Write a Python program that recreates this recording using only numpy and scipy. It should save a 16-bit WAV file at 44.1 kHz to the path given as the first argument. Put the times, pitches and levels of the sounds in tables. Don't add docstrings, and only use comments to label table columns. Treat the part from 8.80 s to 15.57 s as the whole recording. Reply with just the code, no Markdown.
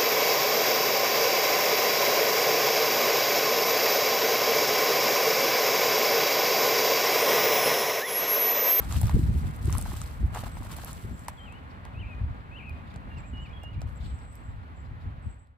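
import sys
import numpy as np
from scipy import signal
from scipy.fft import rfft, irfft, next_fast_len
from scipy.io import wavfile
from scipy.ndimage import uniform_filter1d

SR = 44100
rng = np.random.default_rng(int(sys.argv[2]) if len(sys.argv) > 2 else 0)


def transcribe(u):
    v = np.clip(np.atleast_2d(u).T, -1, 1)
    q = np.round(v * 32767).astype(np.int16)
    wavfile.write(sys.argv[1], SR, q)


N = 298557

# full weight at in seconds, rise in seconds, hold in seconds,
# fine rustle in dB, hollow grinding in dB.
SOLE_PRESSES = [(0, .01, 0.0014, -50.5, -40), (0.114, 0.083, 0.047, -44.5, -46.5),
                (0.259, 0.056, 0.043, -52.5, -48.5), (0.387, 0.034, 0.018, -53, -75),
                (0.53, 0.089, 0.36, -57, -90), (0.887, 0.17, 0.12, -50, -49), (1.1, 0.38, 0.07, -49, -51),
                (1.549, 0.05, 0.017, -48, -40), (1.632, 0.025, 0.034, -60, -46.5),
                (1.922, 0.38, 0.16, -49.5, -49), (2.39, 0.045, .01, -61, -76),
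                (5.074, 0.022, .005, -67, -56), (5.52, 0.036, 0.0045, -70, -88)]
# frequency in Hz, relative density in dB per Hz.
RUSTLE_COLOUR = [(700, -44), (1500, -21), (2500, 5.5), (4200, 10.5), (5300, 6), (6800, 6.5), (8500, 8.5),
                 (11000, 7), (15500, 3.5)]
# frequency in Hz, relative density in dB per Hz.
GRIND_COLOUR = [(150, -33), (350, -8), (550, -11.5), (850, -7.5), (1200, -1), (1800, -10.5), (3000, -13.5),
                (6000, -30.5)]
# frequency in Hz, likeness from 0 to 1.
UNDERFOOT_LIKENESS = [(640, 0.52), (2500, 0.47), (4000, 0.059), (6000, 0.063), (8000, 0.99)]
RISE_DB = 33.5
RUSTLE_FALL_DB_S, GRIND_FALL_DB_S = 61, 270
SETTLE_DB, SETTLE_FALL_DB_S, SETTLE_PER_HOLD = -7, 35, 0.81
CRACKLE_DB, CRACKLE_CYCLES = -13, 12.3


def tread():
    s, rise, hold, rustle_db, grind_db = np.transpose(SOLE_PRESSES)
    settle_db = rustle_db + SETTLE_DB + SETTLE_PER_HOLD * np.log(hold / hold.max())
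    pressing = swells(s, hold, rustle_db, RISE_DB / rise, RUSTLE_FALL_DB_S)
    settling = swells(s, hold, settle_db, RISE_DB / rise, SETTLE_FALL_DB_S)
    rustling = np.hypot(pressing, settling)
    grinding = swells(s, hold, grind_db, RISE_DB / rise, GRIND_FALL_DB_S)

    clumps = drift(40)
    density = from_db(4.0 * clumps)
    rustle = coloured(grains(8000 * density, 3.3), RUSTLE_COLOUR, UNDERFOOT_LIKENESS)
    grind = coloured(grains(1500 * density, 3.6), GRIND_COLOUR, UNDERFOOT_LIKENESS)
    rustle += from_db(CRACKLE_DB) * crackle(clumps, 2350, 11400, per_s=270, spread_db=4.0)
    grind += from_db(CRACKLE_DB + 9.5) * crackle(clumps, 613, 1670, per_s=350, spread_db=4.6)
    return rustling * rustle + grinding * grind


def crackle(clumps, low_hz, high_hz, per_s, spread_db):
    clicks = grains(per_s * from_db(3.4 * clumps), spread_db)
    dealt = rng.integers(0, 8, N)
    pitches = np.geomspace(low_hz, high_hz, num=8)
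    mid, side = sum(ring(clicks * (dealt == k), hz, CRACKLE_CYCLES / hz) for k, hz in enumerate(pitches))
    return rms_one(np.array([mid + 0.24 * side, mid - 0.25 * side]))


def ring(clicks, hz, t60):
    r, w = from_db(-60 / (t60 * SR)), 2 * np.pi * hz / SR
    return signal.lfilter([0, np.sin(w)], [1, -2 * r * np.cos(w), r * r], clicks + 1e-18)


# start in seconds, crack peak in dB, dull part in dB against the crack.
CHIP_SNAPS = [(0.1246, -23.5, -15), (0.132, -32, -21), (0.2145, -18.5, -30), (0.2313, -29.5, -9),
              (0.2699, -26.5, -4.5), (0.2764, -36, -8), (0.2948, -36, 6), (0.763, -34, -47),
              (0.856, -29.5, -10), (0.9048, -32, -18), (0.926, -21, -19), (0.937, -40, -2),
              (0.973, -28, -17), (0.9512, -27, -21), (0.9821, -17.5, -39), (1.0127, -24.5, -25),
              (1.0252, -23.5, -20), (1.165, -33, -17), (1.2159, -23.5, -14), (1.5482, -30, -1.5),
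              (1.574, -37, -2), (1.822, -44, -16), (1.8486, -34, -17), (1.966, -27, -27),
              (2.0465, -23, -21), (2.1303, -26, -37), (2.238, -45, 3), (2.393, -38, -13),
              (2.4827, -21, -36), (2.4904, -37, -25), (2.724, -46, -12), (3.052, -42, 4.5),
              (3.895, -46.5, 0), (4.141, -57.5, 16), (4.1605, -48, 9), (4.834, -48.5, 11), (5.008, -54, 8),
              (5.017, -36.5, 3.5), (5.39, -48, -32), (5.554, -36, -24), (6.672, -52, 6.5)]


def snaps():
    out, t = np.zeros((2, N)), np.arange(900) / SR
    dull = signal.butter(1, [1900, 5600], "band", fs=SR, output="sos")
    for s, peak_db, dull_db in CHIP_SNAPS:
        noise = rng.standard_normal((4, len(t)))
        low_hz = rng.uniform(5560, 10800)
        bright = signal.butter(1, [low_hz, low_hz * 1.33], "band", fs=SR, output="sos")
        attack = 1 - np.exp(-t / 0.00022)
        decay = np.exp(-t / 0.00057) + 0.045 * np.exp(-t / 0.015)
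        crack = signal.sosfilt(bright, (noise[0] + 0.92 * noise[1:3]) * attack * decay)
        late = signal.sosfilt(dull, noise[3] * t / .001 * np.exp(1 - t / 0.00025))
        sound = crack / abs(crack).max() + from_db(dull_db) * late / abs(late).max()
        add(out, s, from_db(peak_db + np.array([[-.7], [.7]])) * sound)
    return out


# start in seconds, level in dB, pitch in Hz.
CHIP_KNOCKS = [(0.125, -36, 1150), (0.135, -36, 900), (0.165, -41, 700), (0.215, -33, 800),
               (0.232, -31.5, 790), (0.295, -27, 940), (0.897, -33.5, 1070), (0.938, -36, 1120),
               (0.951, -28, 1070), (0.989, -33, 804), (1.061, -30.5, 855), (1.118, -36, 990),
               (1.139, -37.5, 1100), (1.216, -36.5, 1240), (1.505, -47, 1020), (1.527, -43, 806),
               (1.551, -30.5, 940), (1.559, -28, 790), (1.572, -26, 890), (1.58, -35, 840),
               (1.611, -41, 1010), (1.629, -39, 910), (1.636, -29.5, 710), (1.667, -35.5, 785),
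               (1.77, -33, 910), (1.823, -37, 975), (1.862, -41, 1050), (1.986, -35.5, 860),
               (2.037, -34, 770), (2.484, -23, 964), (2.724, -41, 960), (3.054, -39, 910),
               (4.16, -38.5, 750), (4.837, -34.5, 725), (5.018, -34.5, 670)]
KNOCK_RATIO, KNOCK_UPPER = 1.9, 1.7


def knocks():
    out, t = np.zeros((2, N)), np.arange(900) / SR
    grit = signal.butter(1, [500, 1800], "band", fs=SR, output="sos")
    swell = t / 0.00081 * np.exp(1 - t / 0.00092)
    upper_swell = KNOCK_UPPER * swell * np.exp(-t / 0.00047)
    for s, level_db, hz in CHIP_KNOCKS:
        puff = signal.sosfilt(grit, rng.standard_normal((2, len(t))) * np.exp(-t / 0.012))
        body = swell * np.sin(2 * np.pi * hz * t)
        upper = upper_swell * np.sin(2 * np.pi * KNOCK_RATIO * hz * t)
        add(out, s, from_db(level_db) * (body + upper + 0.45 * puff))
    return out


# time in seconds, buffeting in dB.
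WIND_BACKGROUND = [(0, -33), (.5, -24), (.75, -36), (1.15, -31), (1.65, -49.5), (2.5, -65), (3.05, -64),
                   (3.9, -42), (4.4, -40.5), (5.15, -39), (5.6, -45), (6.35, -41), (6.77, -42.5)]
# peak time in seconds, peak level in dB, length in seconds.
WIND_GUSTS = [(0.176, -20.5, 0.061), (0.249, -19, 0.049), (0.344, -17.5, 0.039), (0.637, -21, 0.035),
              (0.849, -22.5, 0.079), (0.954, -20.5, 0.064), (1.433, -25.5, 0.12), (1.74, -34.5, 0.28),
              (2.248, -31, 0.026), (2.318, -35.5, 0.06), (3.193, -32, 0.11), (3.419, -24, 0.088),
              (3.9, -37, 0.061), (4.536, -30.5, 0.054), (4.99, -26.5, 0.14), (5.234, -27, 0.1),
              (5.704, -32, 0.12), (6.107, -35, 0.13), (6.263, -30, 0.06), (6.466, -26, 0.048)]
# time in seconds, upper part in dB over the buffeting.
GUST_SHARPNESS = [(0, -7), (.2, -10.5), (.5, -5.5), (.9, -12), (1.4, -13.5), (2.3, -1), (3.4, -15.5),
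                  (4.3, -4.5), (5.1, -17), (6.77, -14)]
# frequency in Hz, relative density in dB per Hz.
BUFFET_COLOUR = [(20, -41), (32, -2), (50, 13.5), (70, 16.5), (110, 10), (160, -5), (250, -11.5),
                 (900, -110)]
# frequency in Hz, relative density in dB per Hz.
BUFFET_TOP_COLOUR = [(60, -55), (100, 2.5), (160, 0.5), (250, -9.5), (400, -22.5), (600, -47), (2000, -100)]
# frequency in Hz, likeness from 0 to 1.
PORT_LIKENESS = [(40, 1), (130, 0.58), (300, 0.79)]
GUST_RISE_DB, GUST_FALL_DB = 26, 10


def wind():
    (background_db,), (edge_db,) = in_time(WIND_BACKGROUND), in_time(GUST_SHARPNESS)
    s, peak_db, length = np.transpose(WIND_GUSTS)
    gusting = swells(s, 0, peak_db, GUST_RISE_DB / length, GUST_FALL_DB / length)
    force = np.hypot(from_db(background_db), gusting)
    lumps = drift(45)
    low = coloured(rng.standard_normal((2, N)), BUFFET_COLOUR, PORT_LIKENESS)
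    low *= from_db(2.3 * lumps)
    top = coloured(rng.standard_normal((2, N)), BUFFET_TOP_COLOUR, PORT_LIKENESS)
    top *= from_db(2.06 * lumps + 2.8 * drift(30))
    return force * (low + from_db(edge_db) * top)


# start in seconds, level in dB, pitch in Hz.
EDDY_THUMPS = [(0.336, -25, 91), (.362, -11.5, 137), (0.387, -12.5, 103), (0.874, -16, 111),
               (1.128, -23, 111), (1.424, -22.5, 112), (2.244, -27, 119), (2.306, -30.5, 104.5),
               (5.261, -28.5, 83.6)]


def thumps():
    out = np.zeros((2, N))
    for s, level_db, hz in EDDY_THUMPS:
        t = np.arange(round(1.6 * SR / hz)) / SR
        lump = np.hanning(len(t)) * np.sin(2 * np.pi * hz * t) ** 3
        add(out, s, from_db(level_db + rng.normal(0, 3.0, (2, 1))) * lump)
    return signal.sosfilt(signal.butter(2, 60, "high", fs=SR, output="sos"), out + 1e-18)


# seconds from its start, pitch in Hz, level in dB against the motif.
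WAVE_MOTIF = [(0, 3480, -10), (.03, 3136, 0), (.08, 3220, -5), (.127, 2446, 2.5), (.2, 3010, -8),
              (.23, 2930, -11)]
# seconds from its start, pitch in Hz, level in dB against the motif.
FLICK_MOTIF = [(0, 2450, -5), (.046, 2690, -2), (.068, 3137, -1), (.095, 2346, 2), (.15, 2600, -3.5),
               (.203, 2440, 4.5)]
# start in seconds, level in dB, left over right in dB.
SUNG_WAVES = [(2.569, -54.5, 5.6)]
# start in seconds, level in dB, left over right in dB.
SUNG_FLICKS = [(3.139, -50, 3.1), (3.71, -48, 4.6)]
# drop begins in seconds, held in seconds,
# first pitch in Hz, last pitch in Hz, level in dB, sag by the drop in dB, left over right in dB, hook in dB.
HOOKED_WHISTLES = [(4.373, 0.018, 2780, 2770, -59.5, 6.5, -5, -58),
                   (4.639, 0.11, 2883, 3023, -48.5, -1, -2, -56),
                   (4.925, 0.11, 2838, 2910, -47.5, -11, -6, -58.5)]
# start in seconds, length in seconds, pitch in Hz, level in dB,
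# left over right in dB.
HELD_NOTES = [(4.728, 0.069, 3300, -59.5, -8), (4.3, 0.05, 2800, -56, -2)]
TRILL_AT_S, TRILL_HALF_S = 0.128, 0.024
SWELL_DB, DROP_S, DROP_TO_HZ, DROP_DB = -6, .04, 2125, -7
HOOK_AFTER_S, HOOK_S, HOOK_FROM_HZ, HOOK_TO_HZ = 0.057, 0.038, 2280, 2570


def songbird():
    out, t = np.zeros((2, N)), np.arange(N) / SR
    waver, flutter = 1 + 0.0059 * drift(76), from_db(2.3 * drift(40))
    trill_amount = sum(np.exp(-((t - s - TRILL_AT_S) / TRILL_HALF_S) ** 2) for s, *_ in SUNG_FLICKS)
    trill = trill_amount * np.sin(2 * np.pi * 140 * t + 0.85 * drift(31.6))
    for pan_db, phrase in phrases():
        hz, level_db = in_time(phrase)
        hz = uniform_filter1d(hz, size=250) + 230 * trill
        gate = np.clip(np.minimum(t - phrase[0][0], phrase[-1][0] - t) / 0.0059, 0, 1)
        tone = np.sqrt(2) * np.sin(2 * np.pi * np.cumsum(hz * waver) / SR)
        out += panned(gate * flutter * from_db(level_db) * tone, np.full(N, pan_db))
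    return out


def phrases():
    out = []
    for motif, sung in ((WAVE_MOTIF, SUNG_WAVES), (FLICK_MOTIF, SUNG_FLICKS)):
        out += [(pan_db, np.add(motif, [s, 0, db])) for s, db, pan_db in sung]
    for s, held, hz, last_hz, db, sag_db, pan_db, hook_db in HOOKED_WHISTLES:
        whistle = [(s - held, hz, db + SWELL_DB), (s - held / 2, hz, db), (s, last_hz, db + sag_db),
                   (s + DROP_S, DROP_TO_HZ, db + sag_db + DROP_DB)]
        out.append((pan_db, whistle))
        hook = s + HOOK_AFTER_S
        out.append((pan_db, [(hook, HOOK_FROM_HZ, hook_db), (hook + HOOK_S, HOOK_TO_HZ, hook_db)]))
    return out + [(pan_db, [(s, hz, db), (s + length, hz, db)]) for s, length, hz, db, pan_db in HELD_NOTES]


# start in seconds, level in dB, start pitch in Hz, end pitch in Hz,
# length in seconds.
FAR_CHIRPS = [(2.89, -66.5, 4600, 4290, 0.041), (4.062, -64, 3880, 3110, 0.036),
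              (4.088, -63, 4050, 3150, 0.044), (4.36, -65, 4640, 4240, 0.046),
              (4.567, -68, 4900, 4360, 0.022), (4.651, -64.5, 3300, 4340, 0.03),
              (4.923, -64, 3080, 4020, 0.032), (5.197, -61, 3100, 4180, 0.025),
              (5.217, -73, 4000, 4600, 0.051), (5.204, -59, 3900, 2990, 0.045),
              (5.249, -61, 4500, 2740, 0.034), (5.25, -73, 4500, 4350, 0.038),
              (5.231, -55, 4100, 3260, 0.047), (5.29, -60.5, 4250, 2680, 0.034),
              (5.268, -64, 4360, 3200, 0.025), (5.403, -68, 3600, 4440, 0.031),
              (6.042, -67, 3800, 4200, 0.035), (6.192, -68, 3620, 3970, 0.046)]


def chirps():
    out = np.zeros((2, N))
    for s, level_db, start_hz, end_hz, length in FAR_CHIRPS + chatter(count=200):
        n = round(length * SR)
        hoarse = uniform_filter1d(rng.standard_normal((2, n)), size=20) * 7.5 + 0.6
        tone = np.sin(2 * np.pi * np.cumsum(np.linspace(start_hz, end_hz, n)) / SR)
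        add(out, s, from_db(level_db) * signal.windows.tukey(n, .7) * hoarse * tone)
    return out


CHATTER_DB, CHATTER_HZ, CHATTER_SPREAD_HZ, CHATTER_SWEEP_HZ, CHATTER_S = -74.5, 3800, 352, 700, 0.02


def chatter(count):
    when = rng.uniform(0, N / SR - .1, count)
    size, pitch, sweep = rng.standard_normal((3, count))
    hz = CHATTER_HZ + CHATTER_SPREAD_HZ * pitch
    end_hz = hz + CHATTER_SWEEP_HZ * sweep
    return list(zip(when, CHATTER_DB + 1.0 * size, hz, end_hz, np.full(count, CHATTER_S)))


# start in seconds, length in seconds, centre in Hz, level in dB.
LISP_NOTES = [(1.692, 0.11, 8250, -63.5), (2.255, 0.25, 7560, -67.5), (2.48, 0.24, 7550, -71.5),
              (4.373, 0.044, 7530, -63), (4.45, 0.063, 7500, -64), (4.6, 0.055, 7460, -66.5),
              (5.149, 0.039, 7600, -62), (5.197, 0.24, 7850, -65), (5.351, 0.3, 7940, -66.5),
              (5.622, 0.11, 7700, -70), (5.937, 0.11, 7500, -71), (6.412, 0.083, 7970, -70),
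              (6.478, 0.089, 7860, -63.5), (6.575, 0.086, 7900, -63)]


def lisp():
    out, throb = np.zeros((2, N)), from_db(2 * drift(63))
    for s, length, hz, level_db in LISP_NOTES:
        n = round(length * SR)
        band = signal.butter(1, [hz - 350, hz + 350], "band", fs=SR, output="sos")
        note = rms_one(signal.sosfilt(np.vstack([band, band]), rng.standard_normal(n)))
        add(out, s, from_db(level_db) * signal.windows.tukey(n, .6) * note * np.ones((2, 1)))
    return out * throb


GARDEN_T60_S, GARDEN_DB = 0.5, -8


def garden(x):
    t = np.arange(SR // 2) / SR
    scatter = rng.standard_normal((2, len(t))) * from_db(-60 * t / GARDEN_T60_S) * (t > .012)
    scatter /= np.sqrt(np.sum(scatter ** 2, axis=1, keepdims=True))
    return x + from_db(GARDEN_DB) * signal.fftconvolve(x, scatter, axes=1)[:, :N]


# time in seconds, level in dB.
BACKGROUND_LEVEL = [(2.7, -41.5), (5.2, -42.5), (6.5, -43.5)]
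# frequency in Hz, relative density in dB per Hz.
BACKGROUND_COLOUR = [(25, -20), (45, 5.5), (90, 3.5), (150, -5), (250, -6), (340, -16), (900, -13.5),
                     (1400, -14), (2450, -24), (4300, -36.5), (5400, -47.5), (6400, -47.5), (9000, -49.5),
                     (11000, -51), (15500, -53.5)]
# frequency in Hz, likeness from 0 to 1.
BACKGROUND_LIKENESS = [(290, 0.59), (640, 0.055), (1300, 0.67), (1800, 1), (2400, 0.18), (4500, 0.025),
                       (6500, 0.13), (9000, 1)]
FAR_LAG_S, FAR_LAG_TO_HZ = .0004, 2500


def distance():
    level_db, = in_time(BACKGROUND_LEVEL)
    left, right = coloured(rng.standard_normal((2, N)), BACKGROUND_COLOUR, BACKGROUND_LIKENESS)
    left = lagged(left, lambda hz: np.minimum(hz, FAR_LAG_TO_HZ) * FAR_LAG_S)
    return from_db(level_db + 1.0 * drift(5.0)) * np.array([left, right])


def from_db(db):
    return 10 ** (np.asarray(db) / 20)


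def rms_one(x):
    return x / np.sqrt(np.mean(x ** 2) + 1e-20)


def in_time(rows, outside=None):
    s, *columns = np.transpose(rows)
    return [np.interp(np.arange(N) / SR, s, c, left=outside, right=outside) for c in columns]


def at_hz(points):
    hz = np.maximum(np.fft.rfftfreq(next_fast_len(N), 1 / SR), 1)
    return np.interp(np.log(hz), np.log(np.array(points)[:, 0]), np.array(points)[:, 1])


def drift(rate):
    r = np.exp(-80 * np.pi * rate / SR)
    slow = signal.lfilter([1], [1, -2 * r, r * r], rng.standard_normal(N // 40 + 2002))[2000:]
    return np.interp(np.arange(N) / 40, np.arange(len(slow)), rms_one(slow))


def coloured(pair, spectrum, likeness):
    mid, side = rfft(pair, next_fast_len(N)) * from_db(at_hz(spectrum))
    alike = np.clip(at_hz(likeness), -1, 1)
    both = np.sqrt(1 + alike) * mid + np.sqrt(1 - alike) * side * np.array([[1], [-1]])
    return rms_one(irfft(both, next_fast_len(N))[:, :N])


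def grains(per_s, spread_db):
    sizes = from_db(spread_db * np.minimum(rng.exponential(1, (2, N)), 5)) * rng.standard_normal((2, N))
    return sizes * (rng.random((2, N)) < per_s / SR)


def swells(peak_s, hold_s, peak_db, rise_db_s, fall_db_s):
    t = np.arange(0, N + 64, 64)[:, None] / SR - peak_s
    db = peak_db + rise_db_s * np.minimum(t, 0) - fall_db_s * np.maximum(t - hold_s, 0)
    gain = np.sqrt(np.sum(from_db(2 * db), axis=1))
    return np.interp(np.arange(N) / 64, np.arange(len(t)), gain)


def lagged(x, phase_cycles):
    size = next_fast_len(N)
    turn = np.exp(-2j * np.pi * phase_cycles(np.fft.rfftfreq(size, 1 / SR)))
    return irfft(rfft(x, size) * turn, size)[:N]


def panned(x, pan_db):
    return x * from_db(np.multiply.outer([.5, -.5], pan_db)).reshape(2, -1)


def add(out, s, sound):
    i = round(s * SR)
    out[:, i:i + sound.shape[-1]] += sound[..., :N - i]


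def scene():
    birds = garden(songbird() + chirps() + lisp())
    return wind() + thumps() + tread() + snaps() + knocks() + birds + distance()


# time in seconds, gain in dB.
FADE_OUT = [(0, -0.5), (6.45, -3.5), (6.6, -10.5), (6.77, -21)]
TREBLE_FROM_HZ, TREBLE_LAG_S = 4650, .0003
CUTOFF_HZ = 16400


def record(dry):
    right = lagged(dry[1], lambda hz: np.maximum(hz - TREBLE_FROM_HZ, 0) * TREBLE_LAG_S)
    faded = from_db(in_time(FADE_OUT)[0]) * np.array([dry[0], right])
    return signal.sosfilt(signal.cheby2(12, 60, CUTOFF_HZ, fs=SR, output="sos"), faded)


dry = scene()
out = record(dry)
transcribe(out)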